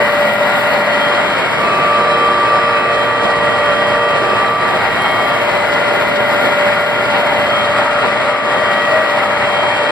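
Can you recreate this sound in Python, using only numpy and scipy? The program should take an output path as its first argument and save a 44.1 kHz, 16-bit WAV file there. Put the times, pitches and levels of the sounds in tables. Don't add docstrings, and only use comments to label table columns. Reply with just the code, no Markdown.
import sys
import numpy as np
from scipy import signal
from scipy.fft import rfft, irfft
from scipy.io import wavfile
from scipy.ndimage import uniform_filter1d, minimum_filter1d

SR = 44100
rng = np.random.default_rng(int(sys.argv[2]) if len(sys.argv) > 2 else 0)


def to_wav(s):
    ch = np.atleast_2d(s).T
    pcm = np.round(np.clip(ch, -1, 1) * 32767)
    wavfile.write(sys.argv[1], SR, pcm.astype(np.int16))


N = 437031
TIME = np.arange(N) / SR
FREQ = np.arange(N // 2 + 1) * SR / N + 1e-3
SIDES = np.array([[1], [-1]])

SPINDLE_HZ, TOOTH_HZ, SHAFT_HZ, MOTOR_HZ = 4.37, 13.59, 15.17, 22.6
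GEAR_HZ, FEED_HZ = 53.31, 156.26
# (frequency [Hz], correlation [-1..1])
CORRELATION = [(60, .35), (130, .57), (300, .42), (550, .75), (750, .62), (1300, .92), (1800, .85),
               (2450, -.4), (3100, -.89), (3500, -.65), (4300, .62), (4900, .88), (6100, -.88),
               (6700, -.92), (8000, .78), (9600, -.5), (11000, -.2), (12300, .5), (14000, -.8), (15200, .8)]


def whines(load_db, place_m, trim_db=-1.57):
    whine_hz = [11 * GEAR_HZ, 24 * GEAR_HZ, 3 * FEED_HZ, 9 * FEED_HZ, 13 * FEED_HZ, 14 * FEED_HZ, 22 *
                GEAR_HZ, 36 * GEAR_HZ, 60 * GEAR_HZ]
    room_spots = [(-20, [(0.3, 0.038, -16), (0.33, 0.08, -6), (0.67, 0.084, 1), (0.011, 0.13, 1.7)]),
                  (-40.5, [(0.41, 0.19, 15.5), (-0.266, 0.064, 18), (-0.53, 0.12, 17.5)]),
                  (-36, [(.42, 0.097, 10), (.64, 0.15, 11)]), (-37.5, [(0.162, 0.06, 9.5),
                  (0.013, 0.15, 13.5), (-0.25, 0.034, 12.5)]), (-42.5, [(0.19, 0.046, 5),
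                  (0.069, 0.18, 17.5), (-0.166, 0.095, 17), (-0.83, 0.21, 13)]),
                  (-33.5, [(0.278, 0.052, 7.5), (-0.79, .12, 13), (0.61, 0.16, -20)])]
    # (time [s], level [dB])
    level_curves = [
        [(0, -24), (.5, -39), (1.05, -25), (1.47, -38), (1.63, -18), (1.8, -14.5), (2.05, -12.5), (2.72, -14),
         (3, -18.5), (3.3, -20.5), (4, -19.5), (4.42, -16), (4.72, -19), (4.9, -29), (5.27, -19), (5.9, -36),
         (7.3, -32), (7.65, -23), (7.9, -26.5), (8.25, -22), (8.85, -21.5), (9.3, -28), (9.9, -30)],
        [(0, -21), (.6, -25), (.95, -21), (1.15, -23.5), (1.4, -29), (1.9, -36), (2.4, -26.5), (3.1, -24.5),
         (3.32, -21), (4.1, -23), (4.65, -30), (4.85, -24), (5.15, -22.5), (5.5, -35), (5.75, -26.5),
         (6.5, -24.5), (7.2, -33), (7.8, -26), (8.42, -31), (8.7, -20.5), (8.95, -18.5), (9.15, -22),
         (9.35, -31), (9.9, -26)],
        [(0, -40), (.88, -38), (.95, -29), (1.03, -23), (1.15, -27), (1.3, -28), (1.8, -35), (2.2, -27.5),
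         (2.85, -34), (3, -25.5), (3.4, -31), (3.6, -27), (4, -28), (4.25, -30), (4.55, -35), (4.9, -36),
         (4.97, -28), (5.08, -27), (5.28, -29.5), (5.45, -34), (7.4, -28), (7.6, -22), (7.75, -31), (8.4, -39),
         (8.6, -29), (8.85, -29), (8.97, -37), (9.43, -32), (9.6, -24), (9.75, -26), (9.9, -28)],
    ]
    # (time [s], length [s], level [dB])
    chatters = [(0.01, 0.076, -19), (0.222, 0.078, -10), (0.443, 0.08, -15), (6.186, 0.085, -18),
                (6.672, 0.13, -21), (8.927, 0.061, -18)]
    # (frequency [Hz], relative level [dB])
    overtones = [(2558.4, -16), (3941, -27.5), (5117, -33)]
    # (time [s], phase lag [rad])
    whistle_lag = [(0, 2.6), (1.1, 2.5), (2.2, 2.4), (3, 2.4), (4, 2.3), (5.1, 1.5), (6, 3.1), (7.6, 2.75),
                   (8.7, 2), (9.6, 2.45)]
    drift_s = np.cumsum(0.000451 * walk(2)) / SR + .000025 * turn(SHAFT_HZ, 0)
    gains = [undb(trim_db + db + standing_waves(place_m, spots)) for db, spots in room_spots]
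    gains += [undb(trim_db + curves(level)[0]) for level in level_curves]
    chatter = sum(undb(db) * np.exp(-(2 * (TIME - s) / length) ** 4) for s, length, db in chatters)
    lowest = gains[0] * undb(0.53 * load_db) + .5 * chatter
    throb = (1 + 0.08 * turn(TOOTH_HZ, 0.058)) * undb(1.6 * walk(110))
    out = lowest * throb * tone(whine_hz[0], drift_s, wander_rad=0.19)
    for hz, gain in zip(whine_hz[1:-1], gains[1:-1]):
        uneven_teeth = undb(0.69 * walk(70))
        out += gain * uneven_teeth * tone(hz, drift_s, wander_rad=0.12)
    stutter = 1 - .8 * np.clip(walk(30) - 1.2, 0, 1)
    lag_rad, = curves(whistle_lag)
    whistle = tone(whine_hz[-1], drift_s, flutter_db=0.9, wander_rad=0.13, lag_rad=lag_rad)
    out += gains[-1] * stutter * whistle
    for hz, db in overtones:
        out += gains[6] * undb(db + 2.5 * walk(14)) * tone(hz, drift_s, flutter_db=2.0)
    return out + drive_tones(place_m, drift_s)


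def drive_tones(place_m, drift_s):
    # (frequency [Hz], level [dB], slope along the phone's path [dB/m])
    tones = [(116, -44, 5), (213.2, -40, -2), (248, -44, -2), (276, -40.5, 1), (622.7, -39, 6),
             (625, -35, 1), (629.8, -36, -3), (633.8, -37, -2), (639.5, -37.5, 0), (679.6, -35.5, 8),
             (781.2, -35, -2), (897, -41.5, 9), (937.5, -44, -2), (986, -38, 0), (1150.3, -37, 0),
             (1250, -43, 0), (1359, -48, 0), (1759.4, -38, -3), (1875.1, -38, 0), (1902.5, -39, 0),
             (2017, -39, -4), (2345, -36, 0), (2657, -44, 0), (2886, -39.5, 0)]
    out = 0
    for hz, db, db_per_m in tones:
        gain = undb(db + db_per_m * place_m + 2.0 * walk(1.37))
        out += gain * tone(hz, drift_s, flutter_db=1.16, wander_rad=0.41)
    return out


def gearbox(place_m, level_db=-16, ripple_db=2.0, sway_db=0.23, low_db_per_m=2, judder_s=0.016):
    # (frequency [Hz], spectral density [dB])
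    rattle_shape = [(20, -32), (55, -16.5), (110, -13), (210, -8.5), (320, -11.5), (400, -7.5), (520, -6),
                    (750, -5), (1350, -5), (1750, -7), (2100, -8), (2450, -9.5), (2950, -12.5),
                    (4200, -21.5), (6000, -52.5)]
    # (frequency [Hz], width [Hz], lift [dB])
    casting_modes = [(254.6, 7.1, 4), (540, 36, 4), (616, 34, 4.5), (717, 77, 3), (945, 49, 5),
                     (1370, 33, 4.5), (1585, 67, 2.5), (2023, 290, 3), (2218, 33, 4), (2560, 67, -1),
                     (3160, 56, 8)]
    # (low [dB], middle [dB], upper [dB])
    bands_db = (1, 0.37, -1.16)
    # (time [s], low lift [dB], middle lift [dB], upper lift [dB])
    judders = [(0.729, 3.5, 1.7, 1), (1.185, -4, 5.5, -3), (3.257, 5, 2.3, 0), (4.858, -8, 3.8, 3.5),
               (5.056, 0, 1.6, 3), (5.78, 4, 1.5, 2), (6.451, 3, 1.7, 2), (7.163, 1, 2.5, 5),
               (8.053, 5, 4.4, 2), (9.647, 6, 3.9, -1)]
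    # (frequency [Hz], half width [Hz], place [m], radius [m], lift [dB])
    room_modes = [(170, 24, 0.32, 0.095, 6.5), (185, 27, 0.65, 0.073, 4.5), (203, 45, 0.011, 0.22, 4.5),
                  (272, 17, 0.36, 0.071, -2), (314, 30, -.58, 0.11, 4), (360, 10, .41, 0.13, 11.5)]
    # (time [s], level [dB])
    bass_level = [(0, -1), (.9, -3), (1.3, -2), (2.1, 1), (3.6, 2.5), (5.4, 2), (6, 0), (7.2, -1.5),
                  (7.75, 2), (8.3, -3.5), (8.9, -5), (9.4, 3), (9.9, -2)]
    swing = (0.038 * turn(SPINDLE_HZ, 0.046) + 0.01 * turn(MOTOR_HZ, 0.025)
             + 0.027 * turn(SHAFT_HZ, 0.013))
    casting_db = sum(db / (1 + (2 * (FREQ - hz) / width) ** 2) for hz, width, db in casting_modes)
    weak_modes_db = ripple_db * unit(uniform_filter1d(rng.standard_normal(len(FREQ)), size=130))
    knocks = impacts(per_s=12000, spread_db=2.17) * (1 + swing)
    rattle = radiate(knocks, undb(across(rattle_shape) + casting_db + weak_modes_db))
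    spectrum = rfft(rattle)
    bass = irfft(spectrum / (1 + (FREQ / 135) ** 8), N)
    low = irfft(spectrum / (1 + (FREQ / 470) ** 6), N)
    upper = irfft(spectrum / (1 + (1450 / FREQ) ** 8), N)
    middle = rattle - low - upper
    judders_db = sum(np.array(dbs)[:, None] * bell(TIME - s, judder_s) for s, *dbs in judders)
    low_db, middle_db, upper_db = (db + sway_db * walk(3) + judder_db
                                   for db, judder_db in zip(bands_db, judders_db))
    low_db += low_db_per_m * place_m
    booms = 0
    for hz, width, at, radius, db in room_modes:
        mode = irfft(spectrum * bell(FREQ - hz, width), N)
        booms += mode * (undb(db * bell(place_m - at, radius)) - 1)
    lows = (low - bass) * undb(low_db) + bass * undb(curves(bass_level)[0]) + booms
    thrum = 1 + 0.056 * turn(SHAFT_HZ, 0.0067) + 0.083 * turn(2 * SHAFT_HZ, 0.045)
    return undb(level_db) * (lows * thrum + middle * undb(middle_db) + upper * undb(upper_db))


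def cutter(load_db, level_db=-35, bite_s=0.012, tooth_depth=0.087):
    # (frequency [Hz], spectral density [dB])
    hiss_shape = [(1800, -19.5), (3300, -0.5), (4200, 0), (5000, -3), (6000, -10.5), (7500, -8),
                  (9000, -11.5), (10200, -11), (11600, -25), (15000, -42)]
    # (time [s], strength [dB])
    hard_bites = [(0.741, -7), (1.155, -9), (2.579, -10), (2.949, -2), (3.247, -2.0), (3.312, -3),
                  (4.856, -12), (5.734, -3), (6.166, 2), (6.316, -11), (6.457, -11), (6.76, -13),
                  (7.052, -6), (7.106, -5), (7.651, -4), (7.789, -11), (8.921, -2)]
    bites = sum(undb(db) * bell(TIME - s, bite_s) for s, db in hard_bites)
    pulse = 1 + tooth_depth * turn(TOOTH_HZ, 0.057) + 0.047 * turn(SHAFT_HZ, 0.015)
    force = undb(0.61 * load_db + 0.5 * walk(35)) * pulse
    scrape = radiate(impacts(per_s=30000, spread_db=1.5), undb(across(hiss_shape)))
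    ring = irfft(rfft(scrape) / (1 + (FREQ / 5800) ** 6), N)
    shear = scrape * force + bites * (1.2 * ring + 0.18 * scrape)
    return undb(level_db) * shear + sizzle() * np.sqrt(force)


def cutting_load(runout_db=0.3, oval_db=.5, heaviest_s=0.04, uneven_steel_db=0.34):
    # (time [s], load [dB])
    depth = [(0, 2), (.6, 2.5), (1.2, 3), (1.8, 1), (3.2, -1), (3.8, 1), (4.5, 1.3), (5.1, 0.6), (6.2, 2),
             (7.5, 1), (8.4, 1.2), (9.9, 0.5)]
    # (time [s], length [s], load [dB])
    surges = [(0.358, 0.087, -4), (0.843, .08, -3.5), (2.853, 0.11, -4), (3.143, 0.13, -3),
              (4.033, 0.16, -5.5), (4.555, 0.14, -7), (6.2, 0.18, -3.5), (6.896, 0.17, -4.5),
              (7.786, 0.092, 4), (7.885, 0.058, -1.5), (8.396, 0.15, -7.5), (9.303, 0.12, -1.5)]
    surges_db = sum(db * bell(TIME - s, length / 2) for s, length, db in surges)
    swing_db = runout_db * turn(SPINDLE_HZ, heaviest_s) + oval_db * turn(2 * SPINDLE_HZ, heaviest_s)
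    return curves(depth)[0] + surges_db + swing_db + uneven_steel_db * walk(12)


def sizzle(level_db=-49.5, half_width_hz=750):
    # (time [s], frequency [Hz])
    band_centre = [(0, 14800), (.5, 14500), (1, 13200), (4.8, 13100), (6.2, 12200)]
    # (time [s], level [dB])
    envelope = [(0, 0), (.7, 2), (1.05, -5.5), (2.2, -9), (3.2, -11), (4.1, -10), (4.8, -6), (5.2, -0.5),
                (5.55, -5.5), (6.4, -1.5), (7, -4), (7.4, -5), (8.3, -17), (8.95, -5), (9.7, -16)]
    cracks = impacts(per_s=11000, spread_db=3.3)
    air = radiate(cracks, 1 / (1 + (9000 / FREQ) ** 8) / (1 + (FREQ / 11000) ** 3))
    centre_hz, = curves(band_centre)
    mid, side = noise_pair(1 / (1 + (FREQ / half_width_hz) ** 4))
    band = unit((mid + SIDES * side) * np.cos(2 * np.pi * np.cumsum(centre_hz) / SR))
    spurts_db = 1.8 * walk(40) + .8 * turn(SHAFT_HZ, .016)
    return (band + 1.8 * air) * undb(level_db + curves(envelope)[0] + spurts_db)


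def rings(half_width_hz=70):
    # (time [s], length [s], pitch [Hz], level [dB])
    rubs = [(.44, .05, 3750, -39), (.55, .08, 3750, -40), (.725, .06, 4220, -37), (.79, .07, 4220, -37),
            (.865, .05, 4240, -36), (.94, .07, 4350, -37), (1.02, .05, 4250, -39), (4.475, .06, 3940, -34),
            (4.635, .08, 3940, -40), (5.3, .025, 3920, -36)]
    slips = noise_pair(1 / np.sqrt(1 + (FREQ / half_width_hz) ** 2) / (1 + (FREQ / 600) ** 4))
    out = np.zeros(N)
    for s, length, hz, db in rubs:
        near = np.abs(TIME - s) < 2 * length
        phase = 2 * np.pi * hz * TIME[near]
        ring = slips[0, near] * np.cos(phase) + slips[1, near] * np.sin(phase)
        out[near] += undb(db) * bell(TIME[near] - s, length / 2) * ring
    return out


def squeaks(jitter=.015, lag_rad=.9):
    # (time [s], pitch [Hz], level [dB])
    glides = [
        [(9.17, 2260, -31), (9.195, 2190, -27), (9.203, 2040, -17), (9.211, 1950, -18), (9.217, 1650, -26),
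         (9.224, 1340, -18.5), (9.245, 1330, -27), (9.268, 1230, -22)],
        [(9.403, 1600, -26), (9.415, 1890, -25), (9.427, 2010, -18), (9.438, 2020, -24), (9.447, 2000, -18),
         (9.46, 1960, -27)],
    ]
    out = 0
    for glide in glides:
        hz, db = curves(glide)
        gate = uniform_filter1d(1. * ((TIME > glide[0][0]) & (TIME < glide[-1][0])), size=220)
        phase = 2 * np.pi * np.cumsum(hz * (1 + jitter * walk(400))) / SR
        out += gate * undb(db) * np.sqrt(2) * np.sin(phase - SIDES * lag_rad / 2)
    return out


def groan(at_s=8.96, length_s=.14, hz=632, level_db=-16.5):
    return undb(level_db) * bell(TIME - at_s, length_s / 2) * tone(hz, drift_s=0)


def chips(ping_hz=9900, decay_s=.004):
    # (time [s], level [dB])
    landings = [(.672, -37), (5.02, -31), (5.113, -36)]
    pings = sum(undb(db) * (TIME > s) * np.exp(-np.abs(TIME - s) / decay_s) for s, db in landings)
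    return pings * np.sqrt(2) * np.sin(2 * np.pi * ping_hz * TIME)


def standing_waves(place_m, spots, ripple_db=0.15):
    return sum(db * bell(place_m - at, radius) for at, radius, db in spots) - ripple_db * walk(4.22)


def patchy(x, depth_db=1.0):
    _, _, frames = signal.stft(x, nperseg=1024)
    chance = rng.standard_normal(frames.shape[1:])
    patches = unit(uniform_filter1d(uniform_filter1d(chance, size=5, axis=0), size=9, axis=1))
    return signal.istft(frames * undb(depth_db * patches))[1][:, :N]


def tone(hz, drift_s, flutter_db=1.0, wander_rad=0.46, lag_rad=None):
    phase = 2 * np.pi * hz * (TIME + drift_s) + wander_rad * walk(5)
    if lag_rad is None:
        correlation = across(CORRELATION, hz)
        lag_rad = np.arccos(correlation) * (.5 * walk(0.96) if correlation > 0 else 1)
    return np.sqrt(2) * undb(flutter_db * walk(24)) * np.sin(phase - SIDES * lag_rad / 2)


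def impacts(per_s, spread_db):
    hit = rng.random(N) < per_s / SR
    return unit(hit * undb(spread_db * rng.standard_normal(N)) * rng.standard_normal((2, N)))


def radiate(forces, gain):
    mid, side = rfft(forces) * gain
    correlation = np.clip(across(CORRELATION), -.98, .98)
    return unit(irfft(mid * np.sqrt(1 + correlation) + SIDES * side * np.sqrt(1 - correlation), N))


def noise_pair(gain):
    return unit(irfft(rfft(rng.standard_normal((2, N))) * gain, N))


def walk(rate_hz):
    hold = max(int(SR / rate_hz), 2)
    steps = np.repeat(rng.standard_normal(N // hold + 2), hold)
    return 1.244 * uniform_filter1d(uniform_filter1d(steps, hold), hold)[:N]


def turn(hz, peak_s):
    return np.cos(2 * np.pi * hz * (TIME - peak_s))


def bell(distance, radius):
    return np.exp(-(distance / radius) ** 2)


def curves(table):
    s, *columns = np.transpose(table)
    return [np.interp(TIME, s, column) for column in columns]


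def across(table, hz=FREQ):
    points_hz, values = np.transpose(table)
    return np.interp(np.log(hz), np.log(points_hz), values)


def undb(db):
    return 10 ** (np.asarray(db) / 20)


def unit(x):
    return x / np.sqrt(np.mean(x ** 2))


def scene():
    phone_path = [(0, -0.14), (.6, 0.2), (1.2, 0.177), (1.5, 0.32), (1.85, 0.39), (2.6, 0.42), (3.15, 0.57),
                  (3.9, 0.7), (4.35, 0.41), (4.6, 0.35), (4.85, 0.33), (5.1, 0.28), (5.35, 0.22),
                  (5.8, 0.17), (6.6, 0.0058), (7.2, 0.0073), (7.6, -0.31), (8.2, -0.21), (8.9, -0.58),
                  (9.9, -0.63)]
    # (time [s], left minus right [dB])
    pan = [(0, 1), (.8, 1.1), (1.7, 0), (3.4, -1), (4.6, -0.5), (5.6, 1), (7.4, 0.5), (8.8, 1.5),
           (9.9, 0.5)]
    load_db = cutting_load()
    place_m, = curves(phone_path)
    pan_db, = curves(pan)
    noise = patchy(gearbox(place_m) * undb(0.45 * load_db) + cutter(load_db))
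    machine = noise + whines(load_db, place_m) + rings() + squeaks() + chips() + groan()
    return machine * undb(SIDES * pan_db / 2)


def record(dry, ceiling=.93, fade_s=.003, top_hz=15550):
    # (frequency [Hz], left minus right [dB])
    balance = [(60, -1), (110, -9), (200, -2.5), (380, -3.5), (700, 1.5), (1290, 0.5), (2380, 1),
               (4400, 1.5), (8120, -1.5), (15000, 1)]
    sound = irfft(rfft(dry) * undb(SIDES * across(balance) / 2), N)
    headroom = np.minimum(1, ceiling / (np.abs(sound).max(axis=0) + 1e-9))
    gain = uniform_filter1d(minimum_filter1d(headroom, size=161), size=161)
    gain *= np.clip(np.minimum(TIME, TIME[-1] - TIME) / fade_s, 0, 1)
    lowpass = signal.ellip(14, .2, 80, top_hz, fs=SR, output="sos")
    return signal.sosfilt(lowpass, sound * gain)


dry = scene()
out = record(dry)
to_wav(out)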